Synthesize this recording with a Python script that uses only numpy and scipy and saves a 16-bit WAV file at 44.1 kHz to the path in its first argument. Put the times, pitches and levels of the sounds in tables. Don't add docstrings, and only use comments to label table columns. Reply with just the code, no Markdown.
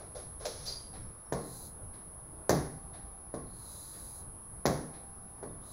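import sys
import numpy as np
from scipy import signal
from scipy.io import wavfile
from scipy.ndimage import uniform_filter1d

SR = 44100
rng = np.random.default_rng(int(sys.argv[2]) if len(sys.argv) > 2 else 0)


def unload_audio(sound):
    columns = np.transpose(np.atleast_2d(sound))
    steps = np.round(np.clip(columns, -1, 1) * 32767)
    wavfile.write(sys.argv[1], SR, steps.astype(np.int16))


def invert_db(level):
    return 10 ** (np.asarray(level, dtype=float) / 20)


N = 252252


def evened(x):
    return x / np.sqrt(np.mean(x ** 2) + 1e-20)


def peaked(x, db):
    return invert_db(db) * x / np.sqrt(uniform_filter1d(x ** 2, size=220).max())


def read(points, hz):
    f, value = np.transpose(points)
    return np.interp(np.log(hz + 1), np.log(f + 1), value)


def add(mix, s, sound):
    at = round(s * SR)
    part = mix[max(at, 0):][:len(sound) + min(at, 0)]
    part += sound[max(-at, 0):][:len(part)]


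def colour(x, db_at):
    hz = abs(np.fft.fftfreq(8192, 1 / SR))
    log_gain = db_at(hz) * np.log(10) / 20
    response = np.exp(np.conj(signal.hilbert(log_gain)))
    taps = np.fft.ifft(response).real[:4096]
    return signal.fftconvolve(x, taps)[:len(x)]


def impulse():
    blow = np.zeros(4096)
    blow[0] = 1
    return blow


def shelf(hz, edge_hz):
    return 1 / (1 + (edge_hz / (hz + 1)) ** 4)


def ring(modes, seconds):
    t = np.arange(round(seconds * SR)) / SR
    return sum(invert_db(db - 60 * t / t60) * np.sin(2 * np.pi * hz * t) for hz, db, t60 in modes)


def resonate(x, hz, width):
    turn = np.exp(2j * np.pi * np.cumsum(hz * np.ones(len(x))) / SR)
    r = np.exp(-np.pi * width / SR)
    return 2 * (turn * signal.lfilter([1 - r], [1, -r], x / turn)).real


# frequency in Hz, t60 in seconds.
ROOM_DECAY = [(100, 0.69), (260, 0.57), (700, 0.44), (1840, 0.62), (4200, 0.47), (6200, 0.49), (8000, 0.39),
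              (16000, 0.5)]


def dying_noise(rise):
    hz, t, z = signal.stft(rng.standard_normal(SR), SR, nperseg=256)
    decay = invert_db(-60 * t / read(ROOM_DECAY, hz)[:, None])
    tail = signal.istft(z * decay, SR, nperseg=256)[1][:SR]
    return tail * (1 - np.exp(-np.arange(SR) / SR / rise)) ** 2


# delay in seconds, level in dB.
WALL_ECHOES = [(.0068, -3), (0.0129, -2), (0.023, -9)]


def room(x, wet_db, thin_hz, first_s, shade_db):
    tail = dying_noise(0.00043)
    early = np.zeros(SR)
    for k, (s, db) in enumerate([(.0004, shade_db), (first_s, -3)] + WALL_ECHOES):
        early[round(s * SR)] = invert_db(db) * (-1) ** k
    scatter = rng.standard_normal(90) * np.exp(-np.arange(90) / 19.0)
    scatter[0] = 0.88
    early = signal.lfilter(scatter / np.linalg.norm(scatter), 1, early)
    early[18] += invert_db(shade_db - 2.5)
    early[:31] -= invert_db(5) * np.hanning(31) / 15
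    early = signal.lfilter(*signal.butter(1, thin_hz, "high", fs=SR), early)
    response = early + invert_db(wet_db) * tail / np.linalg.norm(tail)
    return signal.fftconvolve(x, response)[:SR]


# start in seconds, delay of the first wall in seconds,
# level in dB of the click that passes the writer's body.
LANDINGS = [
    (1.3234, .0037, -6),
    (2.4941, .0037, -2),
    (3.3402, .0045, -12),
    (4.655, .005, -13),
    (5.4287, .0045, -14),
    (5.5088, .004, -14),
]
# peak level in dB, boom of the panel in dB.
BLOWS = [
    (-23, -2),
    (-15, 1),
    (-29.5, 1),
    (-16.5, 0.3),
    (-36, 1.5),
    (-60, 1),
]
# frequency in Hz, density in dB per Hz.
GLASS = [(30, -52), (60, 1), (105, -10.5), (145, 7), (210, -3), (270, -0.5), (400, 0), (580, -1), (900, -8),
         (1300, -18.5), (1900, -18), (2500, -26), (6000, -27.5), (16000, -38.5)]
# frequency in Hz, level in dB, t60 in seconds.
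PANEL = [(140, 0, 0.33), (194, -3, 0.37), (248, -4, 0.7), (305, -4, 0.5), (431, -8, 0.48), (490, -9, 0.44),
         (554, -11, 0.39), (689, -6, 0.3), (1534, -20, 0.34)]
# frequency in Hz, level in dB, t60 in seconds.
CASING = [(466.3, 0.5, 0.41), (579, 0, .28), (1063, -6.5, 0.48), (1123, -6, 0.36), (1520, -22, 0.15),
          (1920, -23, 0.41)]
# frequency in Hz, level in dB, t60 in seconds.
FRAME = [(789, -39, 5.3), (692, -43, 3.9)]
# frequency in Hz, level in dB, t60 in seconds.
BARREL = [(1580, -17, .09), (1805, -13, 0.057)]


def knock(first_s, shade_db, db, boom_db):
    harder_db = db + 23
    bright_db = -1.54 + 0.44 * harder_db
    hard_db = 1.26 + .3 * harder_db
    casing_db = -12 - 0.81 * harder_db
    blow = colour(impulse(), lambda hz: read(GLASS, hz) + bright_db * shelf(hz, 4200)
                  + hard_db * shelf(hz, 1430) + boom_db * (1 - shelf(hz, 254)))
    sound = peaked(room(blow, 2.83, 565, first_s, shade_db), db)
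    swing = np.minimum(np.arange(SR) / SR / 0.034, 1)
    body = invert_db(-13.5 + boom_db) * ring(PANEL, 1)
    body = body + invert_db(min(casing_db, -11.5)) * ring(CASING, 1) + ring(FRAME, 1)
    barrel = invert_db(hard_db + .5 * shade_db) * ring(BARREL, 1)
    return sound + invert_db(db) * (swing * body + barrel)


# (without effect, the chatter stays at TIP_HZ).
STROKES = [
    (1.33, 1.555, 1.672, 4400, 4150),
    (3.45, 3.78, 4.2, 4150, 4950),
    (5.6, 5.78, 6.1, 3200, 5000),
]
# frequency in Hz, density in dB per Hz.
SLIDE = [(2400, -37.5), (3300, -20), (4500, 1), (5500, -12.5), (6500, -3.5), (9000, -2.5), (11500, -0.5),
         (13000, -17), (16000, -7)]
STROKE_DB, SPEED_UP_DB, SAG_DB_PER_S, LIFT_DB_PER_S = -53, 22, 12, 250
TIP_HZ, TIP_WANDER_HZ, SHANK_HZ = 4200, 90, 6250
CHATTER_SPAN_DB = 13
SHEEN_DB, SHEEN_GROWTH_DB = 2.5, 5
EARLY_SHARE, TIP_FADE_DB_PER_S = 0.46, 10


def stroke(start, fastest, lift, start_hz, chatter_hz):
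    t = np.arange(SR) / SR + start
    slow = np.clip((fastest - t) / (fastest - start), 0, 1)
    since_fastest = np.maximum(t - fastest, 0)
    speed_db = (-SPEED_UP_DB * slow ** 2 - SAG_DB_PER_S * since_fastest
                - LIFT_DB_PER_S * np.maximum(t - lift, 0))
    grains = rng.standard_normal((len(t), 2)).T
    rub = grains[0] * invert_db(0.69 * evened(uniform_filter1d(grains[1], size=90)))
    wide = evened(colour(rub, lambda hz: read(SLIDE, hz)))
    sheen = signal.filtfilt(*signal.butter(2, 9000, "high", fs=SR), wide)
    travelled = np.minimum((t - start) / (lift - start), 1)
    wide = wide + sheen * (invert_db(SHEEN_DB + SHEEN_GROWTH_DB * (travelled - .5)) - 1)
    wander = np.interp(t, start + np.linspace(0, 1, num=16), rng.standard_normal(16))
    tip = evened(resonate(rub, TIP_HZ + (start_hz - TIP_HZ) * slow ** 2 + TIP_WANDER_HZ * wander, 240))
    tip = tip * invert_db(EARLY_SHARE * SPEED_UP_DB * slow ** 2 - TIP_FADE_DB_PER_S * since_fastest)
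    shank = evened(resonate(rub, SHANK_HZ, 400))
    pace = np.clip(speed_db / CHATTER_SPAN_DB, 0, 1)
    chatter = evened(resonate(rub, TIP_HZ + (chatter_hz - TIP_HZ) * pace, 560))
    sound = wide + invert_db(-12.0) * tip + invert_db(-11.5) * chatter + invert_db(-22) * shank
    fade_in = np.minimum((t - start) / .02, 1)
    return fade_in * invert_db(STROKE_DB + speed_db + 5.5) * sound


# start in seconds, length in seconds,
# frequency in Hz, level in dB.
CHIRPS = [
    (1.005, .105, 5430, -73),
    (1.245, .08, 5480, -73),
    (.72, .19, 3150, -65),
    (5.485, .035, 3600, -71),
    (5.53, .03, 3500, -72),
    (.925, .045, 760, -54),
    (2.93, .04, 720, -57),
]


def chirp(length, hz, db):
    noise = rng.standard_normal(8820)[:round(length * SR)]
    whistle = evened(resonate(resonate(noise, hz, 90), hz, 70))
    return invert_db(db) * whistle * signal.windows.tukey(len(noise), .6)


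# start in seconds, peak level in dB, thud of the sole in dB, rise in seconds.
SCUFFS = [
    (-.03, -47.5, 11.5, 0.017),
    (.146, -42.5, 5, 0.0057),
    (.388, -42.5, 7.5, 0.018),
    (.448, -37, -5.5, 0.0034),
    (.5, -48.5, -6, 0.45),
    (.648, -39, -12.5, 0.0093),
]
# frequency in Hz, density in dB per Hz.
SOLE = [(120, -55), (300, -10), (450, -1), (600, 0), (900, -11), (1900, -15.5), (3500, -10.5),
        (5500, -13.5), (9000, -20), (16000, -30.5)]


def scuff(db, thud_db, rise):
    rub = colour(dying_noise(rise), lambda hz: read(SOLE, hz) + thud_db * (1 - shelf(hz, 2750)))
    return peaked(rub, db)


def heel(db):
    click = colour(impulse(), lambda hz: read(SOLE, hz))
    return peaked(room(click, 1.9, 270, 0.00135, -1.5), db)


# frequency in Hz, width in Hz, level in dB, t60 in seconds.
SQUEAK = [(4770, 240, 0, .48), (4250, 220, -6, .36), (5850, 200, -15, .36)]


def squeak(peak_db):
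    t, noise = np.arange(SR) / SR, rng.standard_normal(SR)
    bands = np.zeros(SR)
    for hz, width, db, t60 in SQUEAK:
        band = evened(resonate(resonate(noise, hz, width), hz, width))
        bands += invert_db(db - 60 * t / t60) * band
    return peaked(bands * np.minimum(t / 0.023, 1) ** 2, peak_db)


# start in seconds, level in dB.
THUDS = [
    (.147, -42),
    (.449, -36.5),
]
# frequency in Hz, level in dB, t60 in seconds.
SLAB = [(505, 0, 0.26), (599.6, -2.5, 0.23), (689, -5.5, 0.19)]


def thud(db):
    return invert_db(db) * ring(SLAB, .5) * np.minimum(np.arange(SR // 2) / SR / .004, 1)


TICK_DB = [
    -47.5,
    -54,
    -49.5,
    -51.5,
    -51.5,
]
# frequency in Hz, density in dB per Hz.
CLOCK = [(300, 3.5), (600, 2), (760, -2), (1100, -7), (1700, -2.5), (2500, -4), (4000, -6.5), (6000, -17),
         (9000, -28)]
FIRST_TICK_S, TICK_PERIOD_S = .927, 1.0


def tick(db):
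    return peaked(colour(dying_noise(.007), lambda hz: read(CLOCK, hz)), db)


# time in seconds, frequency in Hz.
DRIFT = [(0.15, 10645), (5.6, 10643)]
# order of the mains ripple, rms level in dB.
HIGH_COMB = [(-10, -81), (-8, -73), (-7, -66), (-6, -73), (-5, -65), (-4, -60), (-2, -61), (-1, -68),
             (0, -55), (1, -63), (2, -67), (3, -77)]
# order of the mains ripple, rms level in dB.
LOW_COMB = [(-8, -93), (-7, -87), (-6, -87), (-5, -86), (-4, -73), (-3, -76), (-2, -78), (-1, -69),
            (0, -70), (1, -76)]
HIGH_HZ, LOW_HZ, RIPPLE_HZ = 10643.5, 9709.6, 100.05
STRAY_HZ, STRAY_DB = 13485, -93
SWEEP = .12


def whine():
    t = np.arange(N) / SR
    s, hz = np.transpose(DRIFT)
    clock = np.cumsum(np.interp(t, s, hz) / HIGH_HZ) / SR
    lines = [(HIGH_HZ + RIPPLE_HZ * k, db) for k, db in HIGH_COMB]
    lines += [(LOW_HZ + RIPPLE_HZ * k, db) for k, db in LOW_COMB]
    out = np.zeros(N)
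    for line_hz, db in lines + [(STRAY_HZ, STRAY_DB)]:
        lag = np.pi * SWEEP * ((line_hz - HIGH_HZ) / RIPPLE_HZ) ** 2
        swell = np.interp(t, np.linspace(0, N / SR, num=30), rng.standard_normal(30))
        out += np.sqrt(2) * invert_db(db + .4 + 2.3 * swell) * np.sin(2 * np.pi * line_hz * clock - lag)
    return out


# frequency in Hz, density in dB per Hz.
AIR = [(12, -56), (22, 16), (48, 0), (120, -1.5), (250, -12.5), (1100, -16), (2200, -34), (2800, -40),
       (5400, -38), (8400, -48), (10500, -16.5), (11300, -42), (13200, -41.5), (16000, -38)]
AIR_DB = -50.5


def air():
    frames, hz = N // 256 + 5, np.fft.rfftfreq(1024, 1 / SR)
    a, b, patches = rng.standard_normal((frames, 513, 3)).T
    patches = uniform_filter1d(patches, size=10, axis=0)
    patches = evened(uniform_filter1d(patches, size=20, axis=1))
    depth_db = 2.0 - .7 * shelf(hz, 600)
    z = (a + 1j * b) * invert_db(read(AIR, hz)[:, None] + depth_db[:, None] * patches)
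    return invert_db(AIR_DB) * evened(signal.istft(z, nperseg=1024, noverlap=768)[1][:N])


# frequency in Hz, gain in dB.
HOUSING = [(1200, -2), (2100, -6.5), (2900, -15), (3900, -3), (6000, -0.94), (7400, -6.5), (8600, -17.5),
           (9500, -6), (10600, -4.5), (12500, -4.5), (15000, -6.5)]


def scene():
    mix = np.zeros(N)
    for (s, *path), blow in zip(LANDINGS, BLOWS):
        add(mix, s, knock(*path, *blow))
    for row in STROKES:
        add(mix, row[0], stroke(*row))
    for table, source in ((CHIRPS, chirp), (SCUFFS, scuff), (THUDS, thud)):
        for s, *row in table:
            add(mix, s, source(*row))
    add(mix, .4545, heel(-30.5))
    add(mix, .66, squeak(-34.5))
    for k, db in enumerate(TICK_DB):
        add(mix, FIRST_TICK_S + k * TICK_PERIOD_S, tick(db))
    return (colour(mix, lambda hz: read(HOUSING, hz)) + air() + whine())[None]


def roll_off(x):
    return signal.sosfilt(signal.butter(12, 17010, fs=SR, output="sos"), x)


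def record(dry):
    limit = signal.firwin(511, 15800, window=("kaiser", 9), fs=SR)
    mix = signal.oaconvolve(dry, limit[None], "same")
    return roll_off(mix)


dry = scene()
out = record(dry)
unload_audio(out)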